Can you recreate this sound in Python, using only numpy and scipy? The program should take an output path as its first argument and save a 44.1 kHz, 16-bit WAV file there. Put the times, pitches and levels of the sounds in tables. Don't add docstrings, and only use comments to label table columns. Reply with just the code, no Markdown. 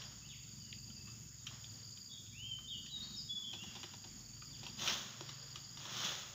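import sys
import numpy as np
from scipy import signal
from scipy.fft import rfft, irfft
from scipy.io import wavfile
from scipy.ndimage import uniform_filter1d

SR = 44100
rng = np.random.default_rng(int(sys.argv[2]) if len(sys.argv) > 2 else 0)


def wav_out(sig):
    wavfile.write(sys.argv[1], SR, np.round(np.clip(np.atleast_2d(sig).T, -1, 1) * 32767).astype(np.int16))


N = 279594
TIME = np.arange(N) / SR
BINS = np.fft.rfftfreq(N, 1 / SR)


def amp(db):
    return 10 ** (np.asarray(db) / 20)


def unit(x):
    return x / np.sqrt(np.mean(x ** 2) + 1e-20)


def follow(rows, t=TIME):
    s, *columns = np.transpose(rows)
    return [np.interp(t, s, column) for column in columns]


def add(mix, s, sound):
    part = mix[max(round(s * SR), 0):][:len(sound)]
    part += sound[:len(part)]


def colour(x, spectrum):
    hz, db = np.transpose(spectrum)
    gain = amp(np.interp(np.log(BINS + 1), np.log(hz + 1), db))
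    return unit(irfft(rfft(x) * gain, N))


def wander(rate_hz):
    rolloff = np.exp(-(BINS / rate_hz) ** 2)
    return unit(irfft(rfft(rng.standard_normal(N)) * rolloff, N))


def grains(per_s, spread_db):
    size = amp(spread_db * np.minimum(rng.exponential(1, N), 4))
    sign = rng.choice([-1, 1], N)
    return unit(size * sign * (rng.random(N) < per_s / SR))


def ring(x, modes, order=2):
    out = 0
    for hz, width, db in modes:
        edges = np.clip([hz - width / 2, hz + width / 2], 10, SR / 2 - 10)
        band = signal.butter(order, edges, "band", fs=SR, output="sos")
        out = out + amp(db) * signal.sosfilt(band, x)
    return out


def grove(x, t60, onset):
    t = TIME[:SR]
    taps = rng.standard_normal(SR) * (rng.random(SR) < 1500 / SR)
    taps = taps * amp(-60 * t / t60) * (1 - np.exp(-t / onset))
    return signal.fftconvolve(x, taps / np.linalg.norm(taps))[:N]


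def whistle(curve, waver, edge=0.001):
    start, end = curve[0][0], curve[-1][0]
    t = np.arange(start, max(end, start + edge), 1 / SR)
    hz, db = follow(curve, t)
    drift = unit(uniform_filter1d(rng.standard_normal(SR), size=130))[:len(t)]
    ends = np.clip(np.minimum(t - t[0], t[-1] - t) / edge, 0, 1)
    phase = 2 * np.pi * np.cumsum(hz * (1 + waver * drift)) / SR
    return np.sqrt(2) * amp(db) * ends * np.sin(phase)


# frequency_hz, relative gain_db
AIR_SPECTRUM = [(25, -19), (45, -14), (90, 2), (160, 1.5), (240, -4.5), (330, -12), (600, -29),
                (1100, -26.5), (2000, -32), (3200, -19.5), (4100, -26), (5800, -17), (7400, -25.5),
                (8000, -41), (9000, -35.5), (12000, -42.5), (15500, -27)]
# frequency_hz, relative gain_db
LEAF_SPECTRUM = [(240, -44), (400, -6.5), (619, -8), (671, -11), (1230, -3.5), (1780, -5), (2040, -5.5),
                 (2280, -11.5), (3320, 2.5), (3970, -6.5), (4300, -5.5), (5590, 3), (9460, -120)]
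# peak_s, level_db, length_s
LEAF_RUSTLES = [(0, -54, 0.21), (1.068, -74, 0.83), (1.537, -58.5, 0.13), (1.804, -66.5, .2),
                (3.045, -59, 0.12), (3.75, -58.5, 0.44), (4.676, -63, 0.22), (4.9, -39.5, 0.055),
                (5.273, -57.5, 0.68), (6.041, -47.5, 0.22)]
RUSTLE_RISE_DB, RUSTLE_FALL_DB = 19.5, 13.5
LEAVES_FLOOR_DB = -79.5
STIR_FLOOR_DB, STIR_SHARE = -78.5, 0.17


def air():
    rustle = amp(LEAVES_FLOOR_DB)
    for peak, db, length in LEAF_RUSTLES:
        swell_db = np.minimum(RUSTLE_RISE_DB * (TIME - peak), RUSTLE_FALL_DB * (peak - TIME)) / length
        rustle = rustle + amp(db + swell_db)
    hiss = amp(-61.5) * colour(rng.standard_normal(N), AIR_SPECTRUM) * amp(2.4 * wander(9.0))
    stirring = np.zeros(N)
    for hz in np.geomspace(500, 2400, 7):
        stirring += ring(rng.standard_normal(N), [(hz, .3 * hz, 0)]) * amp(4 * wander(12))
    stir_gain = amp(STIR_FLOOR_DB) + STIR_SHARE * rustle
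    return hiss + stir_gain * unit(stirring) + rustle * colour(grains(4000, 2.25), LEAF_SPECTRUM)


# start_s, end_s, first_pitch_hz, last_pitch_hz, level_db (before it wavers)
DRONE_SPELLS = [(-.2, 1.8, 61.5, 67, -68), (2.2, 3.48, 58.8, 59.5, -67.5), (3.98, 5.08, 47.8, 61.4, -68),
                (5.3, 5.9, 53, 58.26, -72), (6.0, 7, 49.6, 52, -75)]
DRONE_FADE_S = 0.12


def drone():
    out = np.zeros(N)
    for start, end, first_hz, last_hz, db in DRONE_SPELLS:
        hz = np.interp(TIME, [start, end], [first_hz, last_hz])
        ends = np.clip(np.minimum(TIME - start, end - TIME) / DRONE_FADE_S, 0, 1)
        out += np.sqrt(2) * amp(db) * ends * np.sin(2 * np.pi * np.cumsum(hz) / SR)
    return out * amp(1.4 * wander(4.9))


# time_s, firings_per_s
FIRING_RATE = [(0.0, 23.2), (0.88, 21.5), (1.2, 23), (1.43, 21.2), (1.87, 21.5), (2.31, 20.7), (2.93, 22.9),
               (3.58, 20.7), (3.81, 20.1), (4.18, 20.7), (4.5, 23.7), (5.0, 21.5), (5.35, 23.5), (5.74, 23),
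               (5.91, 24.5), (6.34, 21.6)]
# time_s, throb_db, thump_db (the harder upper thumps)
ENGINE_LEVELS = [(0.0, -58, -63), (0.05, -58.5, -69), (0.81, -59, -61.5), (1.94, -58, -69.5),
                 (1.98, -71, -71), (2.42, -57, -71.5), (2.83, -62, -62.5), (3.14, -67, -56.5),
                 (3.27, -58.5, -75), (3.34, -67.5, -60), (4.57, -57.5, -68.5), (4.59, -56, -57.5),
                 (5.14, -62, -59), (5.17, -68, -67), (5.24, -55.5, -83), (5.91, -63, -70), (5.95, -58, -59),
                 (6.34, -62, -73)]
# multiple of the firing rate, relative level_db
THROB_PARTIALS = [(2, -16.5), (4, -19), (5, 6), (6, 6.5), (7, -5)]
# pitch_hz, width_hz, relative gain_db
EXHAUST_MODES = [(140.7, 54, -6.5), (207.2, 43, -1.5), (339.6, 26, -13)]


def engine():
    (rate,), (throb_db, thump_db) = follow(FIRING_RATE), follow(ENGINE_LEVELS)
    turns = np.cumsum(rate) / SR
    firings = np.diff(np.floor(turns), prepend=0) * amp(2.5 * wander(25))
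    thumps = unit(ring(firings, EXHAUST_MODES))
    throb = np.zeros(N)
    for multiple, db in THROB_PARTIALS:
        throb += amp(db + 1.8 * wander(4)) * np.cos(2 * np.pi * multiple * (turns - .2))
    return amp(throb_db - 1.0) * unit(throb) + amp(thump_db - 2.5) * thumps


# centre_hz, width_hz, level_db, strikes_per_s (a quarter of the band's total strike rate)
INSECT_BANDS = [(6702, 390, -60, 900), (7132, 340, -66, 1800), (4840, 570, -65.5, 250),
                (14690, 550, -74.5, 1500)]


def chorus():
    out = np.zeros(N)
    for hz, width, db, strikes in INSECT_BANDS:
        wings = unit(ring(grains(4 * strikes, 0.4), [(hz, width, 0)]))
        out += amp(db + .5 * wander(11.0)) * wings
    return out


def trill(bouts, fall_hz, stroke, gap, uneven_db):
    out, u = np.zeros(N), np.linspace(0, 1, int(stroke * SR))
    for start, end, rate, db, top_hz in bouts:
        for s in np.arange(start, end, 1 / rate):
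            ease_db = -6 * np.exp(-(s - start) / 0.058) - 2 * np.exp(-(end - s) / 0.04)
            for delay in (0, gap):
                late, size, detune, slide = rng.standard_normal(4)
                hz = top_hz * (1 + .006 * detune) - fall_hz * (1 + .1 * slide) * u ** 1.6
                pulse = np.sin(np.pi * u) * np.sin(2 * np.pi * np.cumsum(hz) / SR)
                gain = np.sqrt(2) * amp(db + ease_db + uneven_db * size)
                add(out, s + delay + .0007 * late, gain * pulse)
    return out


# start_s, end_s, pulse_pairs_per_s, level_db (before trim), top_pitch_hz
CRICKET_BOUTS = [(.001, .07, 22, -52, 4970), (.17, 1.0, 23, -61.5, 4750), (.508, 1.13, 22, -55, 4950),
                 (1.603, 2.14, 22.1, -54.5, 4950), (1.65, 2.2, 23, -61, 4700), (2.68, 3.2, 22, -57.5, 4900),
                 (2.65, 3.2, 23, -62, 4700), (3.705, 4.08, 21.8, -55.5, 4930), (4.07, 4.7, 23, -59, 4720),
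                 (4.362, 4.84, 22, -54.5, 4980), (5.202, 5.79, 22.7, -54, 4970),
                 (5.235, 5.7, 22.7, -60.5, 4660)]


def crickets():
    near = trill(CRICKET_BOUTS, fall_hz=400, stroke=.012, gap=.014, uneven_db=1.0)
    high = trill([(0, 6.34, 26.5, -68, 5650)], fall_hz=750, stroke=.013, gap=.016, uneven_db=2.5)
    shrill = trill([(0, 9.2, 37, -61.0, 7050)], fall_hz=496, stroke=.009, gap=0.016, uneven_db=1.5)
    rasp = amp(1.6 * wander(350))
    calls = (amp(0.3) * near + high + shrill) * rasp
    return calls + amp(-10) * grove(calls, t60=.28, onset=.004)


# start_s, peak_s, level_db, rise_db_per_s, fall_db_per_s
FROND_SWISHES = [(4.765, 4.887, -38, 81, 81), (5.751, 6.065, -40.5, 56.5, 68)]
# frequency_hz, relative gain_db
LEAFLET_SPECTRUM = [(1060, -61), (1800, -34.5), (2140, -21.5), (2340, -8), (3380, 7), (4470, -4),
                    (5400, -3), (6590, 2.5), (6890, -2.5), (7960, -24), (9280, -31), (12300, -24),
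                    (13500, -24), (14700, -17), (15500, -9.5)]
# frequency_hz, relative gain_db
RUSH_SPECTRUM = [(120, -48), (200, -0.5), (237, -22.5), (380, -4), (420, -19), (551, -7), (701, -10),
                 (1180, -5), (1280, -4), (2200, -10.5), (2860, -9), (4840, -120)]
SWISH_ATTACK_S, SWISH_RAGGED_DB = 0.053, 1
RUSH_DB, RUSH_SHARE = -8, 0.8


def fronds():
    leaflets = grains(5000, 2.3) * amp(SWISH_RAGGED_DB * wander(96))
    scrape = colour(leaflets, LEAFLET_SPECTRUM)
    rush = colour(grains(3000, 0.93), RUSH_SPECTRUM)
    out = np.zeros(N)
    for start, peak, db, rise, fall in FROND_SWISHES:
        swell_db = np.minimum(rise * (TIME - peak), fall * (peak - TIME))
        contact = np.clip((TIME - start) / SWISH_ATTACK_S, 0, 1)
        out += amp(db) * contact * (amp(swell_db) * scrape + amp(RUSH_DB + RUSH_SHARE * swell_db) * rush)
    return out


# pitch_hz, width_hz, relative gain_db
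KNOCK_MODES = [(338.5, 56, 2), (594, 91, -3)]
# multiple of its hollow pitch, width_hz, relative gain_db
HOLLOW_MODES = [(1.002, 296, -2.5), (2.1, 487, -11)]
# pitch_hz, width_hz, relative gain_db
CRACK_MODES = [(3225, 1050, -2.5), (5710, 420, -7), (13000, 1600, -30.5)]
KNOCK_DB, KNOCK_DB_PER_OCTAVE = -11, 23
SNAP_ATTACK_S = 0.0016


def snap(crack_db, hollow_db, t60, hollow_hz):
    t = TIME[:SR // 4]
    flutter = unit(uniform_filter1d(rng.standard_normal(len(t)), size=70))
    fibres = rng.standard_normal(len(t)) * amp(2.5 * flutter)
    burst = fibres * amp(-60 * t / t60) * np.minimum(t / SNAP_ATTACK_S, 1)
    hollow = [(multiple * hollow_hz, width, db) for multiple, width, db in HOLLOW_MODES]
    knock_db = hollow_db + KNOCK_DB - KNOCK_DB_PER_OCTAVE * np.log2(hollow_hz / 1000)
    out = np.zeros(len(t))
    for modes, db in ((CRACK_MODES, crack_db), (KNOCK_MODES, knock_db), (hollow, hollow_db)):
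        x = ring(burst, modes)
        loudest_rms = np.sqrt(uniform_filter1d(x ** 2, size=220).max())
        out += amp(db) * x / loudest_rms
    return out


# start_s, crack_db, hollow_db, t60_s (time to die by 60 dB), hollow_pitch_hz
STALK_SNAPS = [(0.017, -50, -72, 0.043, 1400), (.9, -58.5, -66, 0.031, 1480),
               (1.071, -62.5, -62.5, 0.38, 1190), (1.466, -42, -58, 0.052, 1380),
               (1.507, -70, -59, 0.19, 1070), (1.641, -48.5, -71, 0.018, 1280),
               (1.973, -55, -77, 0.027, 1260), (2.584, -62, -60, 0.089, 1160),
               (2.86, -50.5, -65, .05, 1925), (3.53, -46, -56, 0.095, 747), (3.634, -48.5, -57, 0.027, 900),
               (3.751, -51, -56, 0.12, 860), (3.83, -47, -53.5, 0.025, 920),
               (3.838, -47.5, -52.5, 0.022, 890), (3.935, -53, -56, 0.041, 930),
               (4.04, -56, -59, 0.088, 810), (4.419, -60, -52.5, 0.03, 1280),
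               (4.63, -52.5, -56.5, 0.18, 795), (4.664, -44, -54.5, 0.058, 990),
               (4.793, -43.5, -73, 0.018, 1285), (4.875, -33, -45, 0.012, 1380),
               (4.88, -33.5, -52, 0.028, 1000), (5.2077, -46, -47, 0.0083, 776),
               (5.2901, -45.5, -54, .032, 1099), (5.556, -44, -52, 0.047, 1183),
               (5.771, -49.5, -55.5, 0.043, 1050), (5.852, -50, -52, 0.077, 1004)]
# time_s, pitch_hz, level_db (before trim)
TWIG_TICK = [(.727, 4500, -47), (.7285, 3050, -37), (.7305, 2100, -50), (.733, 1800, -59)]
FAINT_SNAPS_PER_S, FAINT_CRACK_DB, FAINT_HOLLOW_DB = 1.3, -66.5, -76


def stalks():
    snaps = np.zeros(N)
    for s, *stalk in STALK_SNAPS:
        add(snaps, s, snap(*stalk))
    for when, size in rng.random((round(FAINT_SNAPS_PER_S * N / SR), 2)):
        faint = snap(FAINT_CRACK_DB, FAINT_HOLLOW_DB, t60=.1, hollow_hz=1490)
        add(snaps, when * N / SR, (.5 + size) * faint)
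    snaps = snaps + amp(-5.0) * grove(snaps, t60=0.25, onset=0.00099)
    tick = np.zeros(N)
    add(tick, TWIG_TICK[0][0], whistle(TWIG_TICK, waver=.0069, edge=0.00051))
    return snaps + amp(-2) * tick + amp(-9.0) * grove(tick, t60=0.16, onset=0.0019)


NOTE_RISE_DB, NOTE_FALL_DB = 19.5, 13.5
WARBLE_PER_S = 26


def note(start, length, first_hz, middle_hz, last_hz, db, loudest, warble):
    u, top = np.linspace(0, 1, num=61), np.clip(loudest, .05, .95)
    arc = np.polyval(np.polyfit([0, .5, 1], [first_hz, middle_hz, last_hz], 2), u)
    hz = arc + warble * np.cos(2 * np.pi * WARBLE_PER_S * length * u)
    rise_sag_db = NOTE_RISE_DB * (1 - u / top) ** 2
    fall_sag_db = NOTE_FALL_DB * ((u - top) / (1 - top)) ** 2
    sag_db = np.where(u < top, rise_sag_db, fall_sag_db)
    return np.transpose([start + length * u, hz, db - sag_db])


# start_s, length_s, first_pitch_hz, middle_pitch_hz, last_pitch_hz, level_db (of the scattered
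# sound's source), loudest_point (0-1 of the length), direct_db (relative to level_db), warble_depth_hz
BIRD_NOTES = [(0.205, 0.063, 2835, 2610, 3250, -61.5, 1, -1.5, 0),
              (.285, 0.07, 3950, 2880, 1770, -53.5, 0.1, -4, 0),
              (.6, 0.23, 3070, 2773, 2526, -66.5, 0.04, -6, 93),
              (0.928, .15, 2920, 2615, 2834, -63, 0.45, -5.5, -5),
              (1.37, 0.072, 3730, 3740, 3677, -79, .5, 8, -1.5),
              (2.081, 0.086, 3650, 3510, 3400, -50.5, 0.35, -11, 220),
              (2.324, .19, 2209, 3010, 3170, -49.5, 0.78, -0.5, 29),
              (2.502, 0.065, 3170, 3060, 3005, -47, 0.23, 3.5, -4),
              (2.671, 0.031, 3400, 3630, 3695, -46.5, 0.64, -1, -5),
              (2.688, .085, 3730, 3095, 2854, -45, 0.4, -1.5, 4),
              (2.896, .13, 4064, 3774, 3760, -45.5, 0.53, 0.5, -2),
              (3.018, 0.043, 3820, 4484, 4800, -48.5, 0.26, -0.5, 3.5),
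              (3.155, 0.077, 5700, 4960, 4640, -47, 0.39, 1, -8),
              (3.286, 0.057, 3385, 3410, 3400, -49.5, 0.45, 9, 3),
              (3.349, 0.041, 3454, 3430, 3270, -42.5, 0.53, 0, -2),
              (3.428, 0.089, 3050, 3325, 3116, -46, 0.11, -9, 79),
              (3.577, 0.067, 2647, 2800, 3050, -52, 0.47, -2.5, 0),
              (4.526, 0.047, 3700, 3070, 1910, -58, 0.11, -2, 4)]


def birds():
    direct, scattered = np.zeros(N), np.zeros(N)
    for start, *shape, direct_db, warble in BIRD_NOTES:
        sound = whistle(note(start, *shape, warble), waver=.006, edge=.004)
        add(direct, start, amp(direct_db) * sound)
        add(scattered, start, sound)
        add(scattered, start + 0.11, amp(-22) * sound)
    return direct + grove(scattered, t60=1.0, onset=0.0027)


def scene():
    background = air() + drone() + engine()
    insects = chorus() + crickets()
    return (background + insects + fronds() + stalks() + birds())[None]


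EDGE_HZ = 15550


def record(dry):
    lowpass = signal.firwin(511, EDGE_HZ, window=("kaiser", 9), fs=SR)
    return signal.oaconvolve(dry, lowpass[None], "same")


dry = scene()
out = record(dry)
wav_out(out)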